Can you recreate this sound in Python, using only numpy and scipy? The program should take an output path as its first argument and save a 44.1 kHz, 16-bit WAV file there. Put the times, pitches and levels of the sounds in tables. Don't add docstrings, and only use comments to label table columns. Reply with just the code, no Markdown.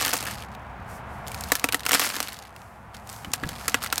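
import sys
import numpy as np
from scipy import signal
from scipy.fft import rfft, irfft, next_fast_len
from scipy.io import wavfile
from scipy.ndimage import map_coordinates

SR = 44100
rng = np.random.default_rng(int(sys.argv[2]) if len(sys.argv) > 2 else 0)


def digitize_waveform(pressure):
    field = np.atleast_2d(pressure).T
    bounded = np.clip(field, -1, 1)
    quanta = np.round(bounded * 32767).astype(np.int16)
    wavfile.write(sys.argv[1], SR, quanta)


N = 4 * SR
FRACTURE_T60_S = 0.00099


def amp(db):
    return 10 ** (np.asarray(db) / 20)


def unit_rms(x):
    return x / np.sqrt(np.mean(x ** 2) + 1e-20)


def curve(rows):
    return np.interp(np.arange(N) / SR, *np.transpose(rows))


def coloured(x, spectrum):
    size = 2 * next_fast_len(len(x))
    hz, db = np.transpose(spectrum)
    gain = amp(np.interp(np.log(np.fft.rfftfreq(size, 1 / SR) + 1), np.log(hz), db))
    cepstrum = irfft(np.log(gain), size)
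    cepstrum[1:size // 2] *= 2
    cepstrum[size // 2 + 1:] = 0
    return irfft(rfft(x, size) * np.exp(rfft(cepstrum)), size)[:len(x)]


def decay(t, t60_s):
    return (t >= 0) * np.exp(-np.log(1000) * np.abs(t) / t60_s)


def at_onset_db(x, db):
    onset = x[:round(0.006 * SR)]
    return amp(db) * x / np.sqrt(np.mean(onset ** 2) + 1e-20)


def add(out, start_s, x):
    start = max(round(start_s * SR), 0)
    out[start:start + len(x)] += x[:max(len(out) - start, 0)]


def burst(t, t60_s, fracture_db, echo_s=0.0038, rattle_db=4.5, rattle_per_s=570):
    flicker = np.interp(t * rattle_per_s, np.arange(len(t)), rng.standard_normal(len(t)))
    fracture = amp(fracture_db) * decay(t, FRACTURE_T60_S)
    echo = amp(-9.5) * decay(t - echo_s, t60_s)
    scatter = amp(-17 + rattle_db * np.clip(flicker, -2, 2)) * decay(t, t60_s=0.092)
    envelope = np.linalg.norm([decay(t, t60_s), fracture, echo, scatter], axis=0)
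    return envelope * rng.standard_normal(len(t))


def ring_modes(t, modes, spread_db=2, detune=0.015):
    out = np.zeros(len(t))
    for k, (hz, db, t60_s) in enumerate(modes):
        envelope = amp(db + rng.normal(0, spread_db)) * decay(t, t60_s)
        out += (-1) ** k * envelope * np.sin(2 * np.pi * hz * rng.normal(1, detune) * t)
    return out


# start in seconds, knock, body and crack levels in dB before trim, ring in Hz.
KERNEL_SNAPS = [(0.0125, -33.5, -26, -29, 5730), (0.0254, -33, -31, -28, 6140),
                (0.0498, -50, -23, -24, 1700), (0.0616, -36, -29.5, -27, 2050),
                (0.0692, -36.5, -26, -30, 1830), (0.08, -43, -27.5, -28, 3030),
                (0.0917, -35, -32, -30.5, 1640), (0.1306, -31.5, -21.5, -33, 7900),
                (0.135, -31.5, -28, -23.5, 6800), (0.1406, -29, -27, -29, 1940),
                (0.17, -51, -34, -32, 7450), (0.2067, -57, -37, -34.5, 7500), (0.2274, -36, -35, -35, 2520),
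                (0.2722, -45, -39, -39.5, 1730), (0.2836, -46, -34, -41, 1720),
                (0.311, -55, -36, -36, 1870), (1.2815, -59, -38, -38.5, 6800),
                (1.3173, -62, -40, -39.5, 2360), (1.3452, -64, -37, -35.5, 2370),
                (1.4379, -49, -43, -34, 4450), (1.487, -54, -45, -42, 1150), (1.5194, -21, -18, -18, 1730),
                (1.5536, -42, -25, -24, 1780), (1.6421, -22, -19, -21.5, 2490),
                (1.6879, -34, -24.5, -32, 2430), (1.724, -44, -25.5, -26.5, 2940),
                (1.7326, -32, -29.5, -33.5, 1510), (1.745, -27, -19, -23, 1840),
                (1.8057, -56, -35, -42, 3920), (1.8533, -40, -31.5, -35, 4220),
                (1.8642, -42, -21, -25, 1400), (1.8876, -40, -29, -32, 2300),
                (1.8928, -35, -24.5, -24.5, 1920), (1.91, -42, -19.5, -31, 1730),
                (1.9179, -29, -23, -21.5, 5730), (1.9321, -27, -18.5, -21.5, 2290),
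                (1.9401, -34, -19, -22, 7430), (1.947, -26, -30, -20.5, 5330),
                (1.9527, -47, -22.5, -26, 1780), (1.996, -29, -21.5, -22.5, 1850),
                (2.0006, -56, -31, -27, 4100), (2.0174, -30.5, -24.5, -31, 1910),
                (2.0291, -51, -30, -37, 2640), (2.1552, -47, -34, -35, 1510),
                (2.1652, -37, -31, -31.5, 3600), (2.2036, -32, -24.5, -26, 4080),
                (2.2283, -45, -31.5, -31, 9150), (2.2841, -56, -37, -37.5, 2380),
                (3.2473, -43, -33.5, -46, 2930), (3.3363, -39, -22.5, -22, 5580),
                (3.4356, -38, -30.5, -45.5, 1630), (3.4903, -42, -34, -33.5, 1600),
                (3.681, -32, -22, -21.5, 1865), (3.744, -27, -17, -23.5, 2600),
                (3.821, -45, -34, -41, 1350), (3.8278, -56, -35, -33, 5300), (3.8375, -52, -33, -32, 4140),
                (3.8451, -49, -30, -32.5, 4050), (3.8626, -53, -32, -36, 2100),
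                (3.926, -33, -22, -24, 1410), (3.98, -40, -26.5, -23, 4160)]
# frequency in Hz, gain in dB.
CRACK_SPECTRUM = [(1500, -34.5), (3000, -11), (4300, 1.5), (6000, 0), (8200, 1), (10500, -1.5),
                  (14500, -2.5), (16000, -12)]
BODY_SPECTRUM = [(300, -41.5), (700, -8.5), (1300, -1), (1900, -2.5), (2900, -2), (3800, -6), (7000, -32.5)]
# frequency in Hz, relative level in dB, T60 in seconds.
TRAY_MODES = [(282, 0.5, 0.07), (368, 0.5, 0.018), (482, 3, 0.039), (744.6, 5.5, 0.028), (932, -7, 0.1),
              (1149, 1, 0.032), (1326, -7, 0.079)]


def kernel_snaps(knock_trim_db=1, body_trim_db=-2.5, crack_trim_db=1.5, ring_width_hz=120):
    out, t = np.zeros(N), np.arange(SR // 10) / SR
    for start_s, knock_db, body_db, crack_db, ring_hz in KERNEL_SNAPS:
        crack = coloured(burst(t, t60_s=0.011, fracture_db=8), CRACK_SPECTRUM)
        body = coloured(burst(t, t60_s=0.012, fracture_db=7.5), BODY_SPECTRUM)
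        blur_rad = np.cumsum(rng.standard_normal(len(t))) * np.sqrt(2 * np.pi * ring_width_hz / SR)
        ring = np.sin(2 * np.pi * ring_hz * t + blur_rad) * decay(t, t60_s=0.027)
        ring_db = body_db - 4 if ring_hz < 3500 else crack_db - 8
        knock = ring_modes(t, TRAY_MODES)
        add(out, start_s, at_onset_db(crack, crack_db + crack_trim_db))
        add(out, start_s, at_onset_db(body, body_db + body_trim_db))
        add(out, start_s, at_onset_db(ring, ring_db))
        add(out, start_s, at_onset_db(knock, knock_db + knock_trim_db))
    return out


# start in seconds, level in dB before trim, resonance in Hz.
KERNEL_TICKS = [(0.0205, -29.5, 6500), (0.0463, -37, 4500), (0.095, -33, 10000), (0.1065, -32, 5000),
                (0.1154, -32, 4500), (0.155, -35.5, 8000), (0.157, -35, 7000), (0.1666, -33, 6000),
                (0.1774, -34, 8000), (0.187, -35, 4000), (0.238, -40, 11000), (0.2528, -37, 10000),
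                (0.3457, -45, 9300), (0.404, -47, 4850), (0.4238, -41, 2970), (0.55, -45.5, 3260),
                (1.2674, -44, 3700), (1.2737, -40, 6340), (1.351, -44, 12000), (1.377, -47, 6100),
                (1.409, -33.5, 7600), (1.5015, -42, 3800), (1.566, -44, 4670), (1.5964, -32.5, 6550),
                (1.7949, -38.5, 5750), (1.834, -40, 4000), (1.9277, -29, 8200), (1.9606, -33, 3000),
                (2.014, -30, 6000), (2.0373, -31, 10500), (2.044, -35, 5500), (2.0537, -29, 7000),
                (2.0607, -29, 6500), (2.0737, -33.5, 6000), (2.0904, -32.5, 6500), (2.1004, -36, 5000),
                (2.14, -43, 7000), (2.1484, -40, 5500), (2.2734, -37.5, 3280), (2.2889, -39, 4300),
                (2.323, -40, 3180), (2.33, -40, 11400), (2.343, -42, 4130), (2.3675, -47, 4170),
                (2.3894, -41.5, 4970), (2.4246, -46, 4320), (2.452, -48.5, 2880), (2.563, -44, 2530),
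                (2.618, -51.5, 2680), (2.9465, -45.5, 3850), (2.968, -46.5, 5730), (3.0735, -47.5, 6900),
                (3.0923, -41.5, 5500), (3.0982, -40, 8700), (3.128, -42.5, 8500), (3.1627, -46, 4640),
                (3.3178, -43, 6240), (3.3338, -37, 6000), (3.4747, -46, 4400), (3.562, -45, 3700),
                (3.697, -34, 7040), (3.8726, -38, 4400), (3.9017, -39, 4120), (3.958, -31.5, 6840)]


def kernel_ticks(click_trim_db=1.5, body_trim_db=-10.5, width_oct=0.3):
    out, t = np.zeros(N), np.arange(SR // 20) / SR
    width = 2 ** width_oct
    fracture = amp(2) * decay(t, FRACTURE_T60_S)
    tail = amp(-22) * decay(t, t60_s=0.06)
    envelope = fracture + decay(t, t60_s=0.013) + tail
    for start_s, db, hz in KERNEL_TICKS:
        resonance = [(hz / 8, -30), (hz / width ** 2, -4), (hz, 0), (hz * width, -4), (hz * 4, -19)]
        click, body = envelope * rng.standard_normal((2, len(t)))
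        add(out, start_s, at_onset_db(coloured(click, resonance), db + click_trim_db))
        add(out, start_s, at_onset_db(coloured(body, BODY_SPECTRUM), db + body_trim_db))
    return out


# start in seconds, onset level in dB, most excited
# frequency in Hz.
COB_BLOWS = [(3.337, -31, 1790), (3.4352, -26.5, 1670), (3.6806, -24, 1140), (3.7446, -20.5, 1290),
             (3.837, -33.5, 1300), (3.86, -32.5, 1350), (3.926, -23, 1250)]
# frequency in Hz, relative level in dB, T60 in seconds.
COB_MODES = [(1090, -8, 0.021), (1352, -1, 0.028), (1667, -5, 0.046), (1970, -2, 0.036), (2700, 1, 0.029)]


def cob_taps(attack_s=0.00063, fall_db_per_oct=18):
    out, t = np.zeros(N), np.arange(SR // 10) / SR
    attack = 1 - np.exp(-t / attack_s)
    for start_s, db, favoured_hz in COB_BLOWS:
        excited = [(hz, mode_db - fall_db_per_oct * abs(np.log2(hz / favoured_hz)), t60_s)
                   for hz, mode_db, t60_s in COB_MODES]
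        add(out, start_s, at_onset_db(ring_modes(t, excited) * attack, db))
    return out


# time in seconds, level in dB.
GRIND_LEVELS = [(0, -26), (.07, -35.5), (.16, -33), (.2, -37), (.23, -37), (.29, -36), (.36, -41.5),
                (.43, -46.5), (.47, -54.5), (.62, -62.5), (1.25, -85), (1.29, -50.5), (1.48, -44),
                (1.55, -41.5), (1.62, -45.5), (1.7, -49), (1.82, -54), (1.88, -47), (1.925, -37),
                (1.95, -23), (1.985, -31), (2.05, -26), (2.12, -34.5), (2.21, -36.5), (2.3, -42),
                (2.4, -50.5), (2.5, -56), (2.7, -72.5), (2.92, -74), (2.95, -41.5), (3.04, -73), (3.1, -49),
                (3.28, -61), (3.5, -45.5), (3.65, -43), (3.8, -46.5), (3.85, -41), (3.9, -47), (4, -38)]
# frequency in Hz, gain in dB.
GRAIN_SPECTRUM = [(100, -30), (230, 0), (290, -4), (400, -9), (700, -3.5), (1300, 0.5), (1900, -0.5),
                  (3000, -3), (5000, -5), (8500, -10), (14000, -14), (16000, -35)]


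def kernel_grinding(peak_grains_per_s=1400, spread_db=4.5, families=10):
    out, t = np.zeros(N), np.arange(SR // 20) / SR
    level_db = curve(GRIND_LEVELS)
    density = np.sqrt(amp(level_db - level_db.max()))
    for _ in range(families):
        hits = rng.random(N) < peak_grains_per_s * density / families / SR
        strength = amp(spread_db * np.clip(rng.standard_normal(N), -2, 2)) / np.sqrt(density)
        grain = unit_rms(burst(t, t60_s=0.0051, fracture_db=2))
        out += signal.fftconvolve(hits * strength, grain)[:N]
    return amp(level_db) * unit_rms(coloured(out, GRAIN_SPECTRUM))


# start in seconds, gain in dB, thud pitch in Hz.
GRIP_BUMPS = [(3.272, -33, 210), (3.281, -29.5, 98), (3.306, -34, 255), (3.4305, -21.5, 287),
              (3.447, -24, 108), (3.463, -21, 166), (3.512, -29.5, 178)]
# frequency in Hz, gain in dB.
RUB_SPECTRUM = [(50, -5.5), (280, -1.5), (450, -9), (2500, -33)]


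def grip_bumps(attack_s=0.00068):
    out, t = np.zeros(N), np.arange(SR // 5) / SR
    attack = 1 - np.exp(-t / attack_s)
    for start_s, db, hz in GRIP_BUMPS:
        thud = np.sin(2 * np.pi * hz * t) * decay(t, t60_s=0.052)
        friction = unit_rms(coloured(rng.standard_normal(len(t)), RUB_SPECTRUM))
        rub = amp(-11) * friction * decay(t, t60_s=0.071)
        add(out, start_s, amp(db) * (thud + rub) * attack)
    return out


# time in seconds, level in dB.
SLIDE_LEVELS = [(0, -57), (.4, -67), (.48, -77), (.85, -73.5), (.9, -52.5), (.97, -52.5), (1.03, -74),
                (1.14, -59), (1.24, -66), (1.3, -53), (1.5, -52), (1.8, -76), (2, -34), (2.3, -59),
                (2.5, -75), (2.58, -59.5), (2.88, -71), (3.05, -62.5), (3.13, -47), (3.3, -59.5),
                (3.45, -62), (3.64, -49), (3.78, -66), (4, -52)]
# frequency in Hz, gain in dB.
SKIN_SPECTRUM = [(500, -23), (2000, -16), (4500, 3), (8000, 4.5), (13000, 2.5), (16000, -7.5)]


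def skin_slide():
    hiss = unit_rms(coloured(rng.standard_normal(N), SKIN_SPECTRUM))
    return amp(curve(SLIDE_LEVELS)) * hiss


# time in seconds, rush level in dB, rumble level in dB.
OUTDOOR_LEVELS = [(0, -41.5, -45), (.6, -42.5, -43.5), (1.1, -40, -43.5), (1.5, -39.5, -40.5),
                  (1.56, -43.5, -48.5), (2.4, -47.5, -52.5), (2.8, -47.5, -50), (3.2, -45.5, -47.5),
                  (3.55, -43.5, -44.5), (4, -43, -48)]
# frequency in Hz, gain in dB.
RUSH_SPECTRUM = [(100, -15.5), (300, -11), (420, -7.5), (600, -4), (720, 2), (920, 0), (1400, -5),
                 (2400, -14.5), (4200, -30.5), (8000, -42), (16000, -56)]
RUMBLE_SPECTRUM = [(20, -25), (45, -4.5), (65, -1.5), (110, 5), (160, -3.5), (220, -1), (320, -20),
                   (800, -48)]


def outdoors(drone_hz=65.3, drift_rad=0.9, drift_per_s=6):
    t = np.arange(N) / SR
    levels = np.array(OUTDOOR_LEVELS)
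    rush_db, rumble_db = curve(levels[:, [0, 1]]), curve(levels[:, [0, 2]])
    rush = unit_rms(coloured(rng.standard_normal(N), RUSH_SPECTRUM))
    rumble = unit_rms(coloured(rng.standard_normal(N), RUMBLE_SPECTRUM))
    drift = map_coordinates(rng.standard_normal(N // 100), [t * drift_per_s])
    drone = unit_rms(np.sin(2 * np.pi * drone_hz * t + drift_rad * drift))
    return amp(rush_db) * rush + amp(rumble_db) * (rumble + amp(-5.5) * drone)


def scene():
    shelling = kernel_snaps() + kernel_ticks() + cob_taps() + kernel_grinding()
    hands = skin_slide() + grip_bumps()
    return (shelling + hands + outdoors())[None]


def record(dry):
    size = next_fast_len(N + SR // 2)
    passband = np.fft.rfftfreq(size, 1 / SR) < 16000
    clipped = np.clip(dry, -1, 1)
    return irfft(rfft(clipped, size) * passband, size)[..., :N]


dry = scene()
out = record(dry)
digitize_waveform(out)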